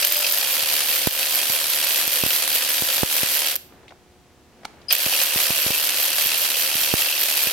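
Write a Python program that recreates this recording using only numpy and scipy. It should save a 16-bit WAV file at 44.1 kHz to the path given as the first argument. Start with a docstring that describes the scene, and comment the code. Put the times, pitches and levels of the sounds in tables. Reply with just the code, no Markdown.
"""Above a workbench, close to the microphone, a cordless ratchet spins a socket freely: part throttle,
then full speed, a stop, a rustle of fingers, a flick of the direction lever, and full speed again.
Each crank turn swings the yoke: it knocks, the gears rattle and the pawl ticks over its teeth.
The motor drive whistles at part throttle. Now and then a sharp tick comes with a thump in the
microphone, and a limiter ducks the loudest peaks. A quiet room hums behind."""
import sys
import numpy as np
from scipy import signal
from scipy.fft import rfft, irfft, next_fast_len
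from scipy.io import wavfile
from scipy.ndimage import uniform_filter1d

SR = 44100
rng = np.random.default_rng(int(sys.argv[2]) if len(sys.argv) > 2 else 0)


def pcm_store(signal):
    """Save signal as 16-bit PCM."""
    levels = np.round(np.clip(np.atleast_2d(signal), -1, 1) * 32767)
    wavfile.write(sys.argv[1], SR, levels.astype(np.int16).T)


N = 332021
TIME = np.arange(N) / SR
FFT_SIZE = next_fast_len(N + SR)
FREQ = np.maximum(np.arange(FFT_SIZE // 2 + 1) * SR / FFT_SIZE, 1)
PART_THROTTLE = .6  # share of full speed

# Microphone thumps, each with a tick: start_s, left_db, right_db (table levels are relative)
MIC_THUMPS = [(1.0727, -26, -3), (1.5, -38, -20.5), (2.078, -40, -22), (2.237, -22, -9),
              (2.263, -29, -15.5), (2.822, -28, -15), (3.033, -21, -3.5), (3.233, -26, -14),
              (5.064, -31, -13), (5.3596, -19, -19.5), (5.505, -26, -13.5), (5.664, -16, -20.5),
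              (5.705, -19.5, -18), (6.26, -40, -24), (6.754, -31, -21), (6.9393, -26, -4),
              (7.471, -33, -21.5)]


def from_db(db):
    """Decibels to gain."""
    return 10 ** (np.asarray(db) / 20)


def rms_one(x):
    """Scale to unit power."""
    return x / np.sqrt(np.mean(x ** 2) + 1e-20)


def over_hz(points):
    """Spread a curve over the frequency grid."""
    hz, value = np.transpose(points)
    return np.interp(np.log(FREQ), np.log(hz), value)


def colour(x, spectrum):
    """Minimum-phase EQ with unit mean power gain, from rows of freq_hz, level_db."""
    cepstrum = irfft(np.log(rms_one(from_db(over_hz(spectrum)))), FFT_SIZE)
    cepstrum[1:FFT_SIZE // 2] *= 2
    cepstrum[FFT_SIZE // 2 + 1:] = 0
    return irfft(rfft(x, FFT_SIZE) * np.exp(rfft(cepstrum)), FFT_SIZE)[..., :N]


def pass_band(x, kind, hz, order=2):
    """Butterworth low-pass or high-pass."""
    return signal.sosfilt(signal.butter(order, hz, kind, fs=SR, output="sos"), x)


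def stereo_noise():
    """White noise, narrow in the bass and wide in the treble."""
    # Likeness of left and right: freq_hz, correlation
    likeness = [(100, 0.73), (600, 0.94), (1500, 0.61), (3000, 0.61), (6000, 0.18), (10000, 0.13),
                (15000, 0.36)]
    alike = over_hz(likeness)
    mid, side = rfft(rng.standard_normal((2, FFT_SIZE))) * np.sqrt([(1 + alike) / 2, (1 - alike) / 2])
    return irfft([mid + side, mid - side], FFT_SIZE)[:, :N]


def drift(changes_per_s):
    """A smooth random wander."""
    return np.interp(TIME * changes_per_s, np.arange(SR), rng.standard_normal(SR))


def clicks(times, gains):
    """Single-sample kicks at the given times."""
    out = np.zeros(N)
    np.add.at(out, np.clip(np.round(np.asarray(times) * SR).astype(int), 0, N - 1), gains)
    return out


def fade(kicks, decay_s):
    """Every kick starts an exponential decay."""
    return signal.lfilter([1], [1, -np.exp(-1 / (decay_s * SR))], kicks + 1e-18)


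def blows(rows, decay_s, gain_db):
    """Hard contacts, each a noise burst that dies at once."""
    times, level_db = np.transpose(rows)
    return fade(clicks(times, from_db(level_db + gain_db)), decay_s) * stereo_noise()


def resonate(x, hz, width_hz):
    """Two-pole resonance with a peak gain of 1."""
    r, w = np.exp(-np.pi * width_hz / SR), 2 * np.pi * hz / SR
    return signal.lfilter(np.array([1, 0, -1]) * (1 - r * r) / 2, [1, -2 * r * np.cos(w), r * r], x)


def modes(x, table):
    """Resonances in parallel, with alternating signs."""
    return sum((-1) ** k * from_db(db) * resonate(x, hz, width)
               for k, (hz, width, db) in enumerate(table))


def ring(kicks, hz, t60_s):
    """Each kick sets a decaying sine ringing."""
    r, w = np.exp(-np.log(1000) / (t60_s * SR)), 2 * np.pi * hz / SR
    return signal.lfilter([0, np.sin(w)], [1, -2 * r * np.cos(w), r * r], kicks + 1e-18)


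def motor(spin_up_s=.02, brake_s=.018, surge_s=.12, socket_revs_per_s=4.98):
    """Each trigger pull spins the motor up with a surge of torque; motion is its share of set speed."""
    # Trigger pulls: on_s, squeeze_s, fully_down_s, standstill_s, socket_tight_spot_s, socket_ring_db
    pulls = [(-.5, .335, .503, 3.576, 0.738, -5.5), (4.8839, 4.922, 4.952, 7.7, 5.21, -2)]
    state = np.zeros((5, N))
    for on_s, squeeze_s, down_s, stop_s, tight_s, ring_db in pulls:
        running = (TIME >= on_s) & (TIME < stop_s)
        t = TIME[running]
        throttle = np.interp(t, [squeeze_s, down_s], [PART_THROTTLE, 1])
        motion = (1 - np.exp((on_s - t) / spin_up_s)) * (1 - np.exp((t - stop_s) / brake_s))
        surge = np.exp((on_s - t) / surge_s)
        revs = socket_revs_per_s * (t - tight_s)
        state[:, running] = [throttle, motion, surge, revs, np.full(len(t), ring_db)]
    return state


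def wobble(revs, depth_db, peak_rev):
    """The swivel socket runs out of true, so the load swings once a revolution; in dB."""
    return depth_db * np.cos(2 * np.pi * (revs - peak_rev))


def gears(turns, contacts_per_s, spread_db, contact_s, stroke_spread_db, smooth_share):
    """Loose gears and socket chatter in tiny contacts, hardest just after the yoke turns round."""
    # Rattle through one stroke: turn_fraction, level_db
    stroke_shape = [(0, 0), (.06, 2.5), (.18, 2.5), (.28, 1), (.38, 1.5), (.52, -.5), (.68, -3.5),
                    (.95, -4.5), (1, 0)]
    hits = rng.random(N) < contacts_per_s / SR
    force = from_db(spread_db * rng.standard_normal(N).clip(-2, 2))
    grain = rms_one(fade(hits * force, contact_s))
    stroke_db = stroke_spread_db * rng.standard_normal(int(turns[-1]) + 2)
    swing = from_db(np.interp(turns % 1, *np.transpose(stroke_shape)) + stroke_db[turns.astype(int)])
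    return rms_one(np.hypot(grain, smooth_share) * swing) * stereo_noise()


def crank_kicks(turns, turn_fraction, jitter_s, spread_db=4.0):
    """One kick each time the crank passes a point in its turn, uneven in timing and force."""
    times = TIME[1:][np.diff(np.floor(turns - turn_fraction)) > 0]
    late, strength = rng.standard_normal((len(times), 2)).clip(-2, 2).T
    return clicks(times + jitter_s * late, from_db(spread_db * strength))


def yoke(turns, force):
    """The yoke takes up its play with one short knock a stroke, and a few hard clacks."""
    # Hard clacks of the yoke: start_s, level_db
    clacks = [(.0275, -14.5), (.0425, -15), (.2435, -15), (.266, -16), (.411, -14.5), (4.9255, -15)]
    kicks = crank_kicks(turns, turn_fraction=.033, jitter_s=.0004)
    knocks = rms_one(fade(kicks, decay_s=.0058)) * stereo_noise()
    return force * knocks + blows(clacks, decay_s=.0043, gain_db=9.5)


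def head(knocks, chatter):
    """Knocks and chatter ring through the housing and head."""
    # Resonances of housing and head: pitch_hz, width_hz, level_db
    head_modes = [(522, 59, -5.5), (616, 202, -11), (1680, 480, -13.5), (2430, 184, -3), (2776, 127, -7),
                  (3240, 205, -2), (4010, 230, -6.5), (4586, 320, -3)]
    return modes(from_db(2.5) * knocks + from_db(6) * chatter, head_modes)


def socket(knocks, chatter):
    """The loose socket jumps on its square drive and rings, mostly at the knocks."""
    # Ring of the socket: pitch_hz, width_hz, level_db
    socket_modes = [(2634, 170, -0.5), (3120, 160, -10.5), (5760, 350, -7.5)]
    return modes(from_db(9) * knocks + from_db(5) * chatter, socket_modes)


def rasp(turns, force):
    """Finer gear contacts blur into a bright rasp."""
    # Tone of the rasp: freq_hz, level_db
    spectrum = [(40, -35), (120, -28), (300, -15), (700, -7.5), (1100, -8.5), (1700, -4), (2800, -2.5),
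                (4000, -0.5), (5200, -2.5), (7300, -5.5), (9800, -1), (12000, -1.5), (16000, -14.5)]
    grain = gears(turns, contacts_per_s=1500, spread_db=3.0, contact_s=.00041,
                  stroke_spread_db=1.0, smooth_share=1.0)
    return colour(force * grain, spectrum)


def pawl(turns, force, tick_s=.0014, thump_tick_db=-4.5):
    """The pawl drops over a few teeth each stroke; hard snaps and a tick at each loud thump stand out."""
    # Teeth passed in one stroke: turn_fraction, level_db
    teeth = [(.05, -7), (.27, -6), (.5, -3), (.63, 0), (.77, -6), (.96, -6)]
    # Hard snaps as the crank runs slowly, stops or starts: start_s, level_db
    snaps = [(.0487, 4), (.0715, 2), (.1225, 0), (.145, -4), (.1675, -4), (.19, -4), (.3225, -5),
             (.3465, -2), (3.556, -2), (3.5617, -3), (4.9262, 6), (4.9318, 7), (4.952, 7)]
    # Tone of a tick: freq_hz, level_db
    spectrum = [(500, -32), (3000, -9), (7000, -11), (9500, -13), (11200, -14), (11900, 4), (12600, 4.5),
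                (13300, -1), (14500, -3.5), (16000, -10)]
    kicks = sum(from_db(db) * crank_kicks(turns, fraction, jitter_s=.0003) for fraction, db in teeth)
    ticks = force * rms_one(fade(kicks, tick_s)) * stereo_noise()
    thump_ticks = [(start_s, thump_tick_db) for start_s, *_ in MIC_THUMPS]
    return colour(ticks + blows(snaps + thump_ticks, tick_s, gain_db=-8), spectrum)


def gear_whine(strokes_per_s, turns, waver_db=3.5, play_rad=.67, wavers_per_s=22, sweep_per_s2=110):
    """Mesh tones follow the crank, waver with the backlash and swell where the housing resonates."""
    # Gear mesh tones: stroke_rate_multiple, level_db
    mesh_tones = [(4, -2), (7, -5), (8, -8), (9, -7.5), (13.1, 10.5)]
    # How the housing radiates them: freq_hz, gain_db
    housing = [(180, -24.5), (300, -7), (420, 0), (520, 1.5), (600, -3.5), (700, 0.5), (1000, -20)]
    whine = 0
    for multiple, db in mesh_tones:
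        housing_db = np.interp(multiple * strokes_per_s, *np.transpose(housing))
        level = from_db(db + housing_db + waver_db * drift(wavers_per_s))
        whine += level * np.sin(2 * np.pi * multiple * turns + play_rad * drift(wavers_per_s))
    sweep = uniform_filter1d(np.gradient(strokes_per_s) * SR, size=SR // 50)
    return whine / (1 + (sweep / sweep_per_s2) ** 2)  # fades while the speed changes


def two_ports(x, lag_s):
    """The right microphone port lies a little farther off, and each port favours other resonances."""
    # Stereo balance: freq_hz, left_minus_right_db
    balance = [(150, -2), (700, 0.5), (3000, -2.5), (4700, 1.5), (5700, -2.5), (9500, 0), (12500, -2.5),
               (15000, -2)]
    gain = from_db(over_hz(balance) * [[.5], [-.5]])
    delay = np.exp(-2j * np.pi * FREQ * [[0], [lag_s]])
    return irfft(rfft(x, FFT_SIZE) * gain * delay, FFT_SIZE)[:, :N]


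def ratchet(throttle, motion, surge, revs, ring_db, full_strokes_per_s=75.4):
    """The crank angle times the regular knocks and pawl ticks and swells the gear rattle each stroke."""
    strokes_per_s = full_strokes_per_s * throttle * motion
    turns = np.cumsum(strokes_per_s) / SR
    slow = (1 - throttle) / (1 - PART_THROTTLE)  # 1 at part throttle, 0 at full
    rattle_db = -23.5 + 11 * surge - .6 * slow + wobble(revs, depth_db=.47, peak_rev=.14)
    pawl_db = -26 + 8 * surge + 4 * slow + wobble(revs, depth_db=2.7, peak_rev=.023)
    socket_db = ring_db + wobble(revs, depth_db=2.1, peak_rev=.57)
    force = motion ** 1.24 * from_db(rattle_db)
    chatter = force * gears(turns, contacts_per_s=1400, spread_db=3.5, contact_s=.00079,
                            stroke_spread_db=2.5, smooth_share=.41)
    knocks = yoke(turns, force)
    tool = head(knocks, chatter) + from_db(socket_db) * socket(knocks, chatter)
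    # Steep powers of motion: rasp and ticking arrive last and die first.
    tool += rasp(turns, motion ** 2.8 * force)
    tool += pawl(turns, motion ** 7.5 * from_db(pawl_db))
    tool += from_db(-22.5) * force * gear_whine(strokes_per_s, turns)
    return two_ports(tool, lag_s=9e-6)


def drive_whistle(throttle, surge, level_db=-36.5, surge_db=10, right_db=-9, attack_s=.0008):
    """Switched current makes the windings sing until the trigger is fully down, loudest in the surge."""
    # Harmonics of the switching drive: pitch_hz, level_db
    harmonics = [(4973, 4), (9946, -14), (14919, -29)]
    ripple = (throttle * (1 - throttle) / (PART_THROTTLE * (1 - PART_THROTTLE))) ** 2.5
    level = fade(ripple * from_db(level_db + surge_db * surge), attack_s) / (attack_s * SR)
    tone = sum(from_db(db) * np.sin(2 * np.pi * hz * TIME) for hz, db in harmonics)
    return np.sqrt(2) * level * tone * from_db([[0], [right_db]])


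def workshop_reverb(x, t60_s, wet_db, wall_hz):
    """The walls return a faint diffuse tail, a little duller than the tool itself."""
    age = TIME[:SR]
    tail = rng.standard_normal((2, SR)) * np.exp(-np.log(1000) * age / t60_s) * (age > .004)
    tail = rms_one(pass_band(tail, "low", wall_hz, order=1)) / np.sqrt(SR)
    return from_db(wet_db) * signal.fftconvolve(x, tail, axes=1)[:, :N]


def room_tone(motion, level_db=-54, running_db=-1.5, drop_at_s=6.96, drop_db=-15):
    """Steady mains hum and dull room noise; the noise dips as the motor runs and drops near the end."""
    # Mains hum: pitch_hz, rms_db
    hum_tones = [(360.7, -63), (479.1, -71), (602.9, -78), (721.4, -67.5), (839.8, -73), (958.2, -78.5),
                 (1082, -79.5)]
    # Tone of the room noise: freq_hz, level_db
    spectrum = [(25, -18.5), (75, -0.5), (120, -6), (220, -5.5), (320, -8.5), (500, -12.5), (800, -17),
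                (2000, -20.5), (6000, -25), (16000, -36)]
    hum = sum(np.sqrt(2) * from_db(db) * np.sin(2 * np.pi * hz * TIME) for hz, db in hum_tones)
    level = from_db(level_db + running_db * motion + drop_db * (TIME > drop_at_s))
    return level * colour(stereo_noise(), spectrum) + hum


def mic_thumps(motion, gain_db=8.5, push_s=.00051, settle_hz=79, faint_per_s=2.5, faint_spread_db=3.5):
    """An overloaded capsule is pushed one way, then swings back through its bass cut."""
    times, *sides_db = np.transpose(MIC_THUMPS)
    loud = np.array([clicks(times, from_db(db)) for db in sides_db])
    # Faint thumps fall at random while the motor runs, leaning right.
    hits = rng.random(N) < motion * faint_per_s / SR
    faint = hits * from_db(faint_spread_db * rng.standard_normal(N).clip(-2, 1) + [[-38], [-33]])
    push = pass_band(fade(from_db(gain_db) * (loud + faint), push_s), "low", hz=900, order=1)
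    return pass_band(push, "high", settle_hz)


def fingers(touch_s=.0048, relative_width=.42, soft_hz=6000):
    """The hand rustles, and each touch shifts the damped socket: a dry burst around one pitch."""
    # The hand takes and loosens its grip: middle_s, level_db, half_length_s
    rustles = [(3.78, -54, 0.16), (4.767, -52.5, 0.26)]
    # Tone of the rustle: freq_hz, level_db
    spectrum = [(60, -6), (300, 0.5), (800, -3), (1200, -7), (2200, -10), (5000, -24), (16000, -38)]
    # Fingers on the socket: start_s, level_db, pitch_hz
    grips = [(3.723, -34, 300), (3.832, -38, 400), (3.881, -30.5, 2480), (3.892, -36, 3550),
             (3.906, -34, 1690), (3.909, -30.5, 450), (3.921, -31.5, 700), (4.633, -32, 850),
             (4.816, -37, 3400)]
    grain = stereo_noise()
    swell = sum(from_db(db) * np.exp(-((TIME - mid_s) / half_s) ** 2) for mid_s, db, half_s in rustles)
    touches = 0
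    for start_s, db, hz in grips:
        burst = fade(clicks([start_s], from_db(db)), touch_s) * grain
        touches += resonate(burst, hz, hz * relative_width) * np.sqrt(SR / hz / 10)
    return swell * colour(grain, spectrum) + pass_band(touches, "low", soft_hz)


def direction_lever():
    """The lever flicks over with a short crack and a dry ring of the plastic body."""
    # It leaves one stop and hits the other: start_s, level_db
    stops = [(4.648, -31), (4.652, -17)]
    # Ring of the plastic body: pitch_hz, level_db, t60_s
    body_modes = [(700, -7, .016), (850, -5, .024), (1340, -7, .016), (2283, -10, .019), (2850, -12, .014),
                  (4200, -11, .01), (5938, -17, .01)]
    times, level_db = np.transpose(stops)
    kicks = clicks(times, from_db(level_db))
    body = sum((-1) ** k * from_db(db) * ring(kicks, hz, t60_s)
               for k, (hz, db, t60_s) in enumerate(body_modes))
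    crack = blows(stops, decay_s=.003, gain_db=-3)
    return body + pass_band(crack, "low", hz=6400)


def scene():
    """The tool close up, its room, and the thumps in the microphone."""
    throttle, motion, surge, revs, ring_db = motor()
    tool = ratchet(throttle, motion, surge, revs, ring_db) + drive_whistle(throttle, surge)
    tool += fingers() + direction_lever()
    reverb = workshop_reverb(tool, t60_s=.42, wet_db=-16.5, wall_hz=11870)
    return tool + reverb + room_tone(motion) + mic_thumps(motion)


def limiter(x, threshold_db, release_db_per_s, attack_s):
    """Peaks over the threshold pull the gain down; it recovers at a steady rate."""
    over_db = np.maximum(20 * np.log10(np.abs(x).max(axis=0) + 1e-9) - threshold_db, 0)
    held_db = np.maximum.accumulate(over_db + release_db_per_s * TIME) - release_db_per_s * TIME
    return x * from_db(-fade(held_db, attack_s) / (attack_s * SR))


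def record(dry):
    """Limiter, full-scale clipping and a steep top cut."""
    limited = limiter(dry, threshold_db=-2.1, release_db_per_s=55, attack_s=.014)
    top_cut = signal.ellip(10, .1, 70, 15900, fs=SR, output="sos")
    return signal.sosfilt(top_cut, np.clip(limited, -1, 1))


dry = scene()
out = record(dry)
pcm_store(out)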